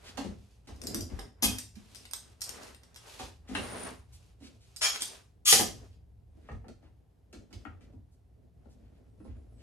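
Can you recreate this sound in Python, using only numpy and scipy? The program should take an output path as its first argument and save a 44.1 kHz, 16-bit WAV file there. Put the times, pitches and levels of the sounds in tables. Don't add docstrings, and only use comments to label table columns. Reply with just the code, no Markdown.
import sys
import numpy as np
from scipy import signal
from scipy.fft import rfft, irfft, next_fast_len
from scipy.io import wavfile
from scipy.ndimage import map_coordinates

SR = 44100
rng = np.random.default_rng(int(sys.argv[2]) if len(sys.argv) > 2 else 0)


def master(y):
    cut = np.clip(np.atleast_2d(y).T, -1, 1)
    pcm = np.round(cut * 32767)
    wavfile.write(sys.argv[1], SR, pcm.astype(np.int16))


N = 424241
SPAN = 2 ** 15
HZ = np.fft.rfftfreq(SPAN, 1 / SR)
TOP_HZ = 15800
AIR_DB = -72.5
RISE_DB_PER_S, FALL_DB_PER_S = 219.5, 169
WHISTLE_RISE_DB_PER_S = 2997.5
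RISE_SHARE = 0.28
PAN_SPREAD_DB = 7.5

# time_s, level_db
RUMBLE_LEVEL = [(0, -59), (.24, -53), (.56, -60.5), (1, -46.5), (1.13, -53), (1.24, -58), (2.04, -60),
                (3.13, -61), (3.64, -51.5), (5.14, -62.5), (5.49, -60), (5.71, -49.5), (6.16, -57),
                (6.75, -59), (7.05, -62), (7.3, -60), (7.66, -53.5), (8.25, -59), (9.62, -54.5)]
# frequency_hz, density_db
RUMBLE_SPECTRUM = [(15, -54), (25, -26.5), (37, -12), (60, 1), (103, -5), (115, -1.5), (129, -16),
                   (156, -15), (180, -16), (230, -46), (400, -120)]
AIR_SPECTRUM = [(88, -30), (150, -4.5), (296, -13), (473, -13.5), (597, -20.5), (711, -15.5), (1180, -29.5),
                (7630, -41.5), (10200, -40), (12700, -40.5), (15700, -58.5)]
# frequency_hz, correlation (no unit)
PORT_LIKENESS = [(40, .95), (130, .9), (260, .35), (600, .25), (3000, .35), (7000, .65), (13000, .7)]
# start_s, hold_s, bench_rumble_db, wood_scrape_db, skin_cloth_hiss_db
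RUB_STROKES = [(0.048, 0.061, -66, -58, -60.5), (0.165, 0.16, -57, -61.5, -69.5),
               (0.386, .18, -89, -77, -73.5), (0.7, 0.087, -67, -66.5, -69.5), (0.867, 0.13, -43, -58, -71),
               (1.123, 0.11, -50.5, -58.5, -66), (1.48, 0.071, -52, -52.5, -68),
               (1.788, 0.07, -75, -68, -68.5), (1.917, 0.14, -64, -68, -61.5),
               (2.15, 0.17, -68.5, -67.5, -68), (2.496, 0.19, -58, -52.5, -56.5),
               (2.837, 0.3, -74, -69.5, -78), (3.067, 0.2, -69.5, -56.5, -55),
               (3.58, 0.31, -47, -45.5, -51.5), (4.125, 0.18, -75, -74.5, -71.5),
               (4.448, 0.11, -61, -72, -73), (4.688, .12, -74.5, -73, -69.5),
               (4.961, 0.19, -61, -55.5, -55), (5.616, 0.024, -33.5, -63, -63),
               (5.72, 0.14, -60.5, -67.5, -70), (6.375, 0.19, -63.5, -77, -80.5),
               (6.68, 0.034, -54, -75, -88), (6.843, 0.048, -81, -77, -91), (7.366, 0.057, -58, -76, -88),
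               (7.55, 0.088, -61, -74, -78), (7.726, 0.18, -61, -75, -89), (8.365, 0.087, -68, -90, -96),
               (8.62, 0.46, -64.5, -79.5, -86), (9.179, .44, -63, -81, -85.5)]
# bench_rumble_db, wood_scrape_db, skin_cloth_hiss_db
REST_LEVELS = (-75.5, -92, -94)
# frequency_hz, density_db
GRIND_SPECTRUM = [(59, -24), (100, -2.5), (151, -10.5), (243, 3), (353, -7), (433, -4), (481, -8.5),
                  (700, -11.5), (910, -36.5), (1540, -120)]
SCRAPE_SPECTRUM = [(240, -32.5), (400, -3), (480, -8), (612, -7.5), (864, -8), (1450, -11.5), (1940, -13.5),
                   (4500, -32), (5850, -43.5), (9900, -120)]
HISS_SPECTRUM = [(1470, -25.5), (2500, -2.5), (3530, -4.5), (4420, -4.5), (10000, -11), (12900, -17),
                 (13800, -33.5), (15000, -54)]
# start_s, hold_s, level_db
GLIDE_WHISTLE = (3.55, 0.317, -51.5)
# frequency_hz, density_db
WHISTLE_SPECTRUM = [(8000, -57), (9100, -19), (9350, -9.5), (9600, -20.0), (11000, -62.0)]
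# start_s, strength_db, centre_hz, rise_s, hold_s
BRUSH_EVENTS = [(0.032, -51, 3950, 0.046, 0.019), (3.472, -59.5, 3260, 0.0089, 0.18),
                (4.121, -60, 8000, 0.011, 0.027), (4.413, -56.5, 4500, 0.032, 0.031),
                (4.594, -68, 5650, 0.024, 0.037), (6.397, -69, 2490, 0.093, 0.035),
                (6.817, -73, 2443, 0.022, 0.035), (7.802, -74, 4950, 0.022, 0.028),
                (7.924, -81.5, 5500, 0.0027, 0.011), (8.108, -77.5, 10000, 0.019, .02),
                (8.69, -74, 7000, 0.018, 0.026), (8.82, -81, 2490, 0.019, 0.048),
                (8.937, -80, 3000, 0.0209, 0.025), (9.248, -73.5, 2480, 0.029, 0.051),
                (9.344, -73, 1810, .01, 0.015), (9.564, -67.5, 4000, 0.056, .02)]
# frequency_hz, t60_s
ROOM_DECAY = [(60, 0.55), (250, 0.32), (1000, 0.27), (6000, 0.34), (12000, 0.24)]
# frequency_hz, gain_db
MIC_RESPONSE = [(9000, -0.5), (12500, -3.5), (13800, -7), (14400, -23), (15800, -36)]
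# start_s, strength_db, floor_boom_db, bench_thud_db, treble_tick_db,
# hardness_db_per_octave, decay_s
KNOCK_EVENTS = [(0.175, -36.5, -27, -6, -6.5, -3.5, .022), (0.245, -36, -12, -4.5, -19.5, -14.5, .023),
                (0.674, -56, 12, 10.5, 2.5, -6, .014), (0.689, -50, -13, 4.5, -18, -3.5, .013),
                (0.867, -57.5, -2.5, 11.5, 4.5, -10, 0.023), (0.939, -56, 18.5, 21, -5, 5, .017),
                (1.01, -71, 15, 25, 6.5, -5, .011), (1.101, -62, 26, 5, -1, 2, 0.013),
                (1.189, -41.5, -14, -17.5, -16.5, -0.5, .004), (1.425, -34, -4, 3, -12.5, -2.5, .025),
                (1.582, -56, -7, -11, -2, -16, .016), (1.758, -75, 15.5, 23, 13.5, -11, .016),
                (3.195, -42, -6.5, -8, -2.5, -3.5, .022), (3.491, -54, 9.5, 13, -3, -4, .044),
                (3.55, -31.5, -34, -12, -13.5, 4.5, .013), (3.576, -40.5, -11, -5, -13, -5, .013),
                (4.407, -59, 0, 8, -9, -11, 0.031), (5.525, -28.5, -33.5, -18.5, 2.5, -3, .019),
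                (5.594, -29, -13, -10.5, -17, 0, .013), (6.487, -43.5, 3, -6, -27.5, -1, .01),
                (6.518, -53, 9, -5, -17, -9, 0.0132), (6.642, -54.5, 6, -12, -28, -2.5, 0.01165),
                (6.683, -62.5, 3, 0, 3.5, 0, .007), (6.827, -64, 8, -2, -15, -8, 0.0152),
                (7.329, -52.5, 1, 1.5, -1.5, -4, .011), (7.507, -65.5, 10, 8, -5, 0, .014),
                (7.529, -60.5, 14.5, 5, 7, -7, .01), (7.651, -48, 2, 3, -23.5, 3, .012),
                (7.81, -68.5, 11, 1, -4.5, 8, 0.013), (7.928, -59, 13, 10, -26, -12, .015),
                (8.656, -61, 2, 5.5, -25.5, -7.5, 0.01314), (9.2, -67, 8, 21, -18, -0.5, .017),
                (9.248, -56, 12, 5.5, -18, -7.5, .021)]
# centre_hz, nominal_width_hz, level_db
STRIP_MODES = [(434, 430, -0.5), (650, 80, 0.5), (762, 70, 5.5), (1290, 82, 0), (1614, 110, -1.5),
               (2120, 130, -4), (2800, 170, -4.5), (4000, 300, -14)]
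STACK_MODES = [(474, 91, -3.5), (773, 85, 3), (1340, 91, 3), (1720, 350, -5), (1970, 280, -3.5),
               (2770, 700, -15)]
BENCH_MODES = [(199.5, 35, 0.5), (250, 69, 1.5), (335, 49, -3.5), (370, 45, -11.5)]
FLOOR_MODES = [(42.4, 6, -12), (60, 17, -2.5), (88, 14, -2.5), (105, 14, -3.5)]
# start_s, strength_db, level_below_edge_db, decay_s
CLINK_EVENTS = [(0.7602, -64, -9, .003), (0.8165, -48.5, -2.5, 0.0049), (0.8375, -48, 0.5, 0.0034),
                (0.8704, -33.5, -23, 0.0031), (0.9457, -30, -10, 0.0023), (1.0081, -38, -11, .0015),
                (1.1932, -45.5, 1, 0.00073), (1.5848, -37, -5.5, 0.0056), (1.7549, -60.5, -19, 0.0072),
                (1.9485, -52.5, -3, 0.017), (2.0537, -52, 4.5, .0027), (2.1116, -47.5, -2.5, 0.00069),
                (2.1345, -32, -6, 0.0021), (2.4079, -50, -14, 0.004), (2.4174, -34.5, -9.5, 0.0048),
                (2.4394, -42.5, -14, 0.011), (2.4927, -38.5, -6, .002), (2.6319, -49, -6, 0.0024),
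                (2.7467, -56.5, 3.5, .0019), (2.834, -59.5, 3, .0033), (2.9447, -58, -3, 0.0038),
                (2.9607, -49.5, -0.5, 0.0054), (4.7626, -43.5, -11, 0.0073), (5.0206, -29, -8.5, .003),
                (5.526, -26, 4.5, .006)]
# start_s, strength_db, level_below_edge_db, ring_over_scrape_db,
# brightness_db_per_octave (approached well above 4 kHz), rise_s, hold_s, pan_db (left over right), room_db
SLIDE_EVENTS = [(1.42, -27, -34, -2, 2.5, 0.017, 0.016, 2.5, -2.5),
                (4.808, -24, -2, 4.5, -7, 0.015, .035, 3.5, 3),
                (4.925, -34.5, 0.5, -5.5, -3.5, 0.02, 0.014, 0.5, -4),
                (5.0, -37, -13, -6.5, 0, 0.0073, .015, -2, -2),
                (5.45, -24.5, -10.5, -1, 3, 0.032, .025, 3.5, 1),
                (5.497, -26, -11.5, 2, 1, 0.02, .015, -2, 4),
                (5.557, -34, -15, -2.5, 3.5, 0.005, .04, 0.5, -0.5),
                (5.914, -63.5, -14.5, -3, -9.5, .004, .02, -3, 0.5)]
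# centre_hz, nominal_width_hz, level_db
PART_MODES = [(1960, 90, -5), (2990, 90, -13.5), (4040, 120, -18), (4980, 90, 12), (5550, 430, 0.5),
              (6100, 147, -3.5), (7340, 150, -17.5), (8300, 120, 3.5), (8650, 130, 5.5), (9500, 150, -13.5),
              (11600, 200, -10)]
BAR_MODES = [(810, 30, -19), (1236, 40, -3), (1400, 40, -15), (2510, 42, -6), (2990, 50, -8.5),
             (3260, 96, 0), (3350, 100, -8), (4000, 40, -18.5), (4450, 50, -13), (4870, 60, -6.5),
             (5300, 68, -6), (5770, 40, -9.5), (6045, 50, -10), (6610, 50, -8), (6740, 50, -9.5),
             (8350, 60, -11.5), (8900, 80, -11), (9730, 120, -8.5), (10500, 90, -2), (11600, 90, -6),
             (12980, 90, -8.5)]
# time_s, mean_slip_rate_hz, level_db
SCREW_TURNS = [
    [(6.27, 4250, -105), (6.32, 4330, -93), (6.38, 4230, -100), (6.42, 4270, -89), (6.46, 4300, -92),
     (6.48, 4300, -105)],
    [(9.05, 2560, -100), (9.12, 2780, -90), (9.15, 2680, -102), (9.21, 2600, -82), (9.28, 2540, -83),
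     (9.34, 2390, -89), (9.44, 2440, -88), (9.53, 2650, -88), (9.62, 2660, -86)],
]
# frequency_hz, gain_db
SCREW_RADIATION = [(2000, -20), (5000, -12), (7800, -3), (9000, 0), (10800, 0), (12500, -25), (22000, -60)]


def amp(db):
    return 10 ** (np.asarray(db) / 20)


def unit(x):
    return x / np.sqrt(np.mean(np.abs(x) ** 2) + 1e-20)


def along(points, hz):
    f, v = np.transpose(points)
    return np.interp(np.log(hz + 1), np.log(f + 1), v)


def curves(rows, quiet=None):
    s, *columns = np.transpose(rows)
    time_s = np.arange(N) / SR
    return [np.interp(time_s, s, column, quiet, quiet) for column in columns]


def wobble(rate_hz):
    knots = rng.standard_normal(int(N * rate_hz / SR) + 4)
    return map_coordinates(knots, [np.arange(N) * rate_hz / SR])


def filtered(x, response):
    size = next_fast_len(N + 8192)
    hz = np.fft.rfftfreq(size, 1 / SR)
    return irfft(rfft(x, size) * response(hz), size)[..., :N]


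def ports(z, hz):
    turn = np.arccos(np.clip(along(PORT_LIKENESS, hz), -1, 1)) / 2
    mid, side = z[0] * np.cos(turn), z[1] * np.sin(turn)
    return np.array([mid + side, mid - side])


def rush(spectrum, grain_db):
    grain = amp(grain_db * (wobble(40) + wobble(300)))
    pair = rng.standard_normal((2, N)) * grain
    size = next_fast_len(N + 8192)
    hz = np.fft.rfftfreq(size, 1 / SR)
    coloured = ports(rfft(pair, size), hz) * amp(along(spectrum, hz))
    return unit(irfft(coloured, size)[:, :N])


def shop():
    level_db, = curves(RUMBLE_LEVEL)
    rumble = amp(level_db + 0.85 * wobble(8.3)) * rush(RUMBLE_SPECTRUM, grain_db=0.5)
    return rumble + amp(AIR_DB) * rush(AIR_SPECTRUM, grain_db=0.5)


def strokes(rows, rise_db_per_s, fall_db_per_s):
    s, hold, *levels = np.transpose(rows)
    t = np.arange(0, N + 64, 64)[:, None] / SR
    shape_db = -rise_db_per_s * np.maximum(s - t, 0)
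    shape_db = shape_db - fall_db_per_s * np.maximum(t - s - hold, 0)
    time_s = np.arange(N) / SR
    return [np.interp(time_s, t[:, 0], np.linalg.norm(amp(shape_db + db), axis=1)) for db in levels]


def rubbing():
    gains = strokes(RUB_STROKES, RISE_DB_PER_S, FALL_DB_PER_S)
    grind, scrape, hiss = (np.hypot(gain, amp(db)) for gain, db in zip(gains, REST_LEVELS))
    whistle, = strokes([GLIDE_WHISTLE], WHISTLE_RISE_DB_PER_S, FALL_DB_PER_S)
    out = grind * rush(GRIND_SPECTRUM, grain_db=2.5)
    out = out + scrape * rush(SCRAPE_SPECTRUM, grain_db=1.0)
    out = out + hiss * rush(HISS_SPECTRUM, grain_db=1.0)
    return out + whistle * rush(WHISTLE_SPECTRUM, grain_db=3.0)


def band(low_hz, high_hz):
    up, down = 1j * HZ / low_hz, 1j * HZ / high_hz
    return unit((up / (1 + up)) ** 2 / (1 + down) ** 2)


def contact(rise, hold, fall, grain_db):
    t = np.arange(SPAN // 4) / SR
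    swell = np.minimum(t / max(rise, 1e-4), 1)
    shape = swell * np.exp(-np.maximum(t - rise - hold, 0) / max(fall, 1e-4))
    grain = amp(grain_db * np.repeat(rng.standard_normal(len(t) // 32), 32))
    force = shape * rng.standard_normal(len(t)) * grain
    return rfft(force / np.linalg.norm(force), SPAN), np.sum(shape ** 2)


def add(out, s, sound, pan_db, lag_ms, room_db):
    hz, t, noise = signal.stft(rng.standard_normal((2, SPAN // 4 * 3)), SR, nperseg=256)
    decay = amp(-60 * t / along(ROOM_DECAY, hz)[:, None])
    tail = signal.istft(noise * decay, SR, nperseg=256)[1]
    tail = ports(rfft(tail / np.linalg.norm(tail[0]), SPAN), HZ)
    tail = tail * np.exp(-2j * np.pi * HZ * 0.004)
    side = np.array([[.5], [-.5]])
    direct = amp(side * pan_db) * np.exp(-2j * np.pi * HZ * (side * lag_ms + .5) / 1000)
    first = round(s * SR) - SR // 2000
    heard = irfft(sound * (direct + amp(room_db) * tail), SPAN)[:, :SPAN // 8 * 7]
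    out[:, first:first + heard.shape[1]] += heard


def brushes():
    out = np.zeros((2, N + SPAN))
    for s, db, hz, rise, hold in BRUSH_EVENTS:
        force, time = contact(rise, hold, 0.013, grain_db=0.0)
        colour = unit(band(0.31 * hz, 1.6 * hz) ** 2)
        add(out, s, amp(db) * np.sqrt(time) * force * colour, 0, -.1, room_db=-6.5)
    return out[:, :N]


def body(modes, scatter_db):
    centre, width, db = np.transpose(modes)[:, :, None]
    width = np.maximum(width, 8 + centre / 70)
    sign = (-1.) ** np.arange(len(centre))[:, None]
    gain = amp(db + scatter_db * rng.standard_normal(db.shape)) * sign
    damping = 1j * HZ * width
    return unit(np.sum(gain * damping / (centre * centre - HZ * HZ + damping), axis=0))


def soft(hz):
    return 1 / (1 + 1j * HZ / hz) ** 2


def wood():
    out = np.zeros((2, N + SPAN))
    for s, db, boom_db, thud_db, tick_db, hard_db, fall in KNOCK_EVENTS:
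        rise = RISE_SHARE * fall
        force, time = contact(rise, 0, fall, grain_db=4.5)
        scratch = contact(.0008, 0, fall, grain_db=2.0)[0]
        snap = np.exp(-2j * np.pi * HZ * rise)
        push = np.exp(-2j * np.pi * HZ * (rise + .4 * fall))
        modes = STRIP_MODES if s < 6 else STACK_MODES
        modes = [(hz, width, level + hard_db * np.log2(hz / 800)) for hz, width, level in modes]
        ring = (0.5 * snap + 0.68 * force) * body(modes, scatter_db=0.5)
        ring = ring * soft(hz=5500 * amp(1.2 * hard_db)) ** 2
        tick = amp(tick_db) * scratch * band(low_hz=2210, high_hz=6000) * soft(hz=11100)
        late = np.exp(-2j * np.pi * HZ * 0.016)
        deep = amp(thud_db) * body(BENCH_MODES, scatter_db=4.0)
        deep = deep + amp(boom_db) * late * body(FLOOR_MODES, scatter_db=2.0)
        deep = (0.74 * push + .6 * force) * deep * soft(hz=895.2)
        sound = amp(db) * np.sqrt(time + 200) * (ring + tick + deep)
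        pan_db = PAN_SPREAD_DB * rng.standard_normal()
        add(out, s - rise / 2, sound, pan_db, -.1, room_db=3.0)
    return out[:, :N]


def steel(modes, blow, grit, ring_db, low_db, edge_hz, scatter_db):
    u = 1j * HZ / edge_hz
    cube = 1 + 2 * u + 2 * u ** 2 + u ** 3
    crack = grit * band(low_hz=940, high_hz=11600)
    ring = amp(ring_db) * blow * body(modes, scatter_db)
    return (ring + crack) * (u ** 3 + amp(low_db)) / cube


def clamp():
    out = np.zeros((2, N + SPAN))
    early_lag_ms, later_lag_ms = -.17, .125
    for s, db, low_db, fall in CLINK_EVENTS:
        force, time = contact(0.00035, 0, fall, grain_db=5.5)
        blow = 1 + amp(2.5) * force
        colour = steel(PART_MODES, force, blow, ring_db=1.5, low_db=low_db, edge_hz=4500, scatter_db=3.5)
        pan_db = PAN_SPREAD_DB * rng.standard_normal()
        lag_ms = early_lag_ms if s < 4 else later_lag_ms
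        add(out, s, amp(db) * np.sqrt(time + 60) * colour, pan_db, lag_ms, room_db=-1.0)
    for s, db, low_db, ring_db, bright_db, rise, hold, pan_db, room_db in SLIDE_EVENTS:
        force, time = contact(rise, hold, .012, grain_db=3.0)
        grit = contact(rise, hold, 0.011, grain_db=5.0)[0]
        colour = steel(BAR_MODES, force, grit, ring_db, low_db, edge_hz=2500, scatter_db=5.0)
        colour = colour * amp(bright_db * np.log2(1 + HZ / 4000))
        lag_ms = early_lag_ms if s < 4 else later_lag_ms
        add(out, s, amp(db) * np.sqrt(time) * colour, pan_db, lag_ms, room_db)
    return out[:, :N]


def screw():
    out = np.zeros(N)
    waver = 1 + .008 * wobble(40) + .008 * wobble(500)
    catch_db = [6 * wobble(22) for k in range(4)]
    for turn in SCREW_TURNS:
        hz = curves(turn)[0] * waver
        level_db = curves(turn, quiet=-150)[1]
        phase = 2 * np.pi * np.cumsum(hz) / SR
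        for k, partial_db in enumerate(catch_db, start=1):
            gain = amp(level_db + along(SCREW_RADIATION, k * hz) + partial_db)
            out = out + gain * np.sin(k * phase)
    return out


def scene():
    contacts = filtered(clamp() + wood() + brushes(), lambda hz: amp(along(MIC_RESPONSE, hz)))
    return contacts + rubbing() + screw() + shop()


def record(dry):
    return filtered(dry, lambda hz: hz < TOP_HZ)


dry = scene()
out = record(dry)
master(out)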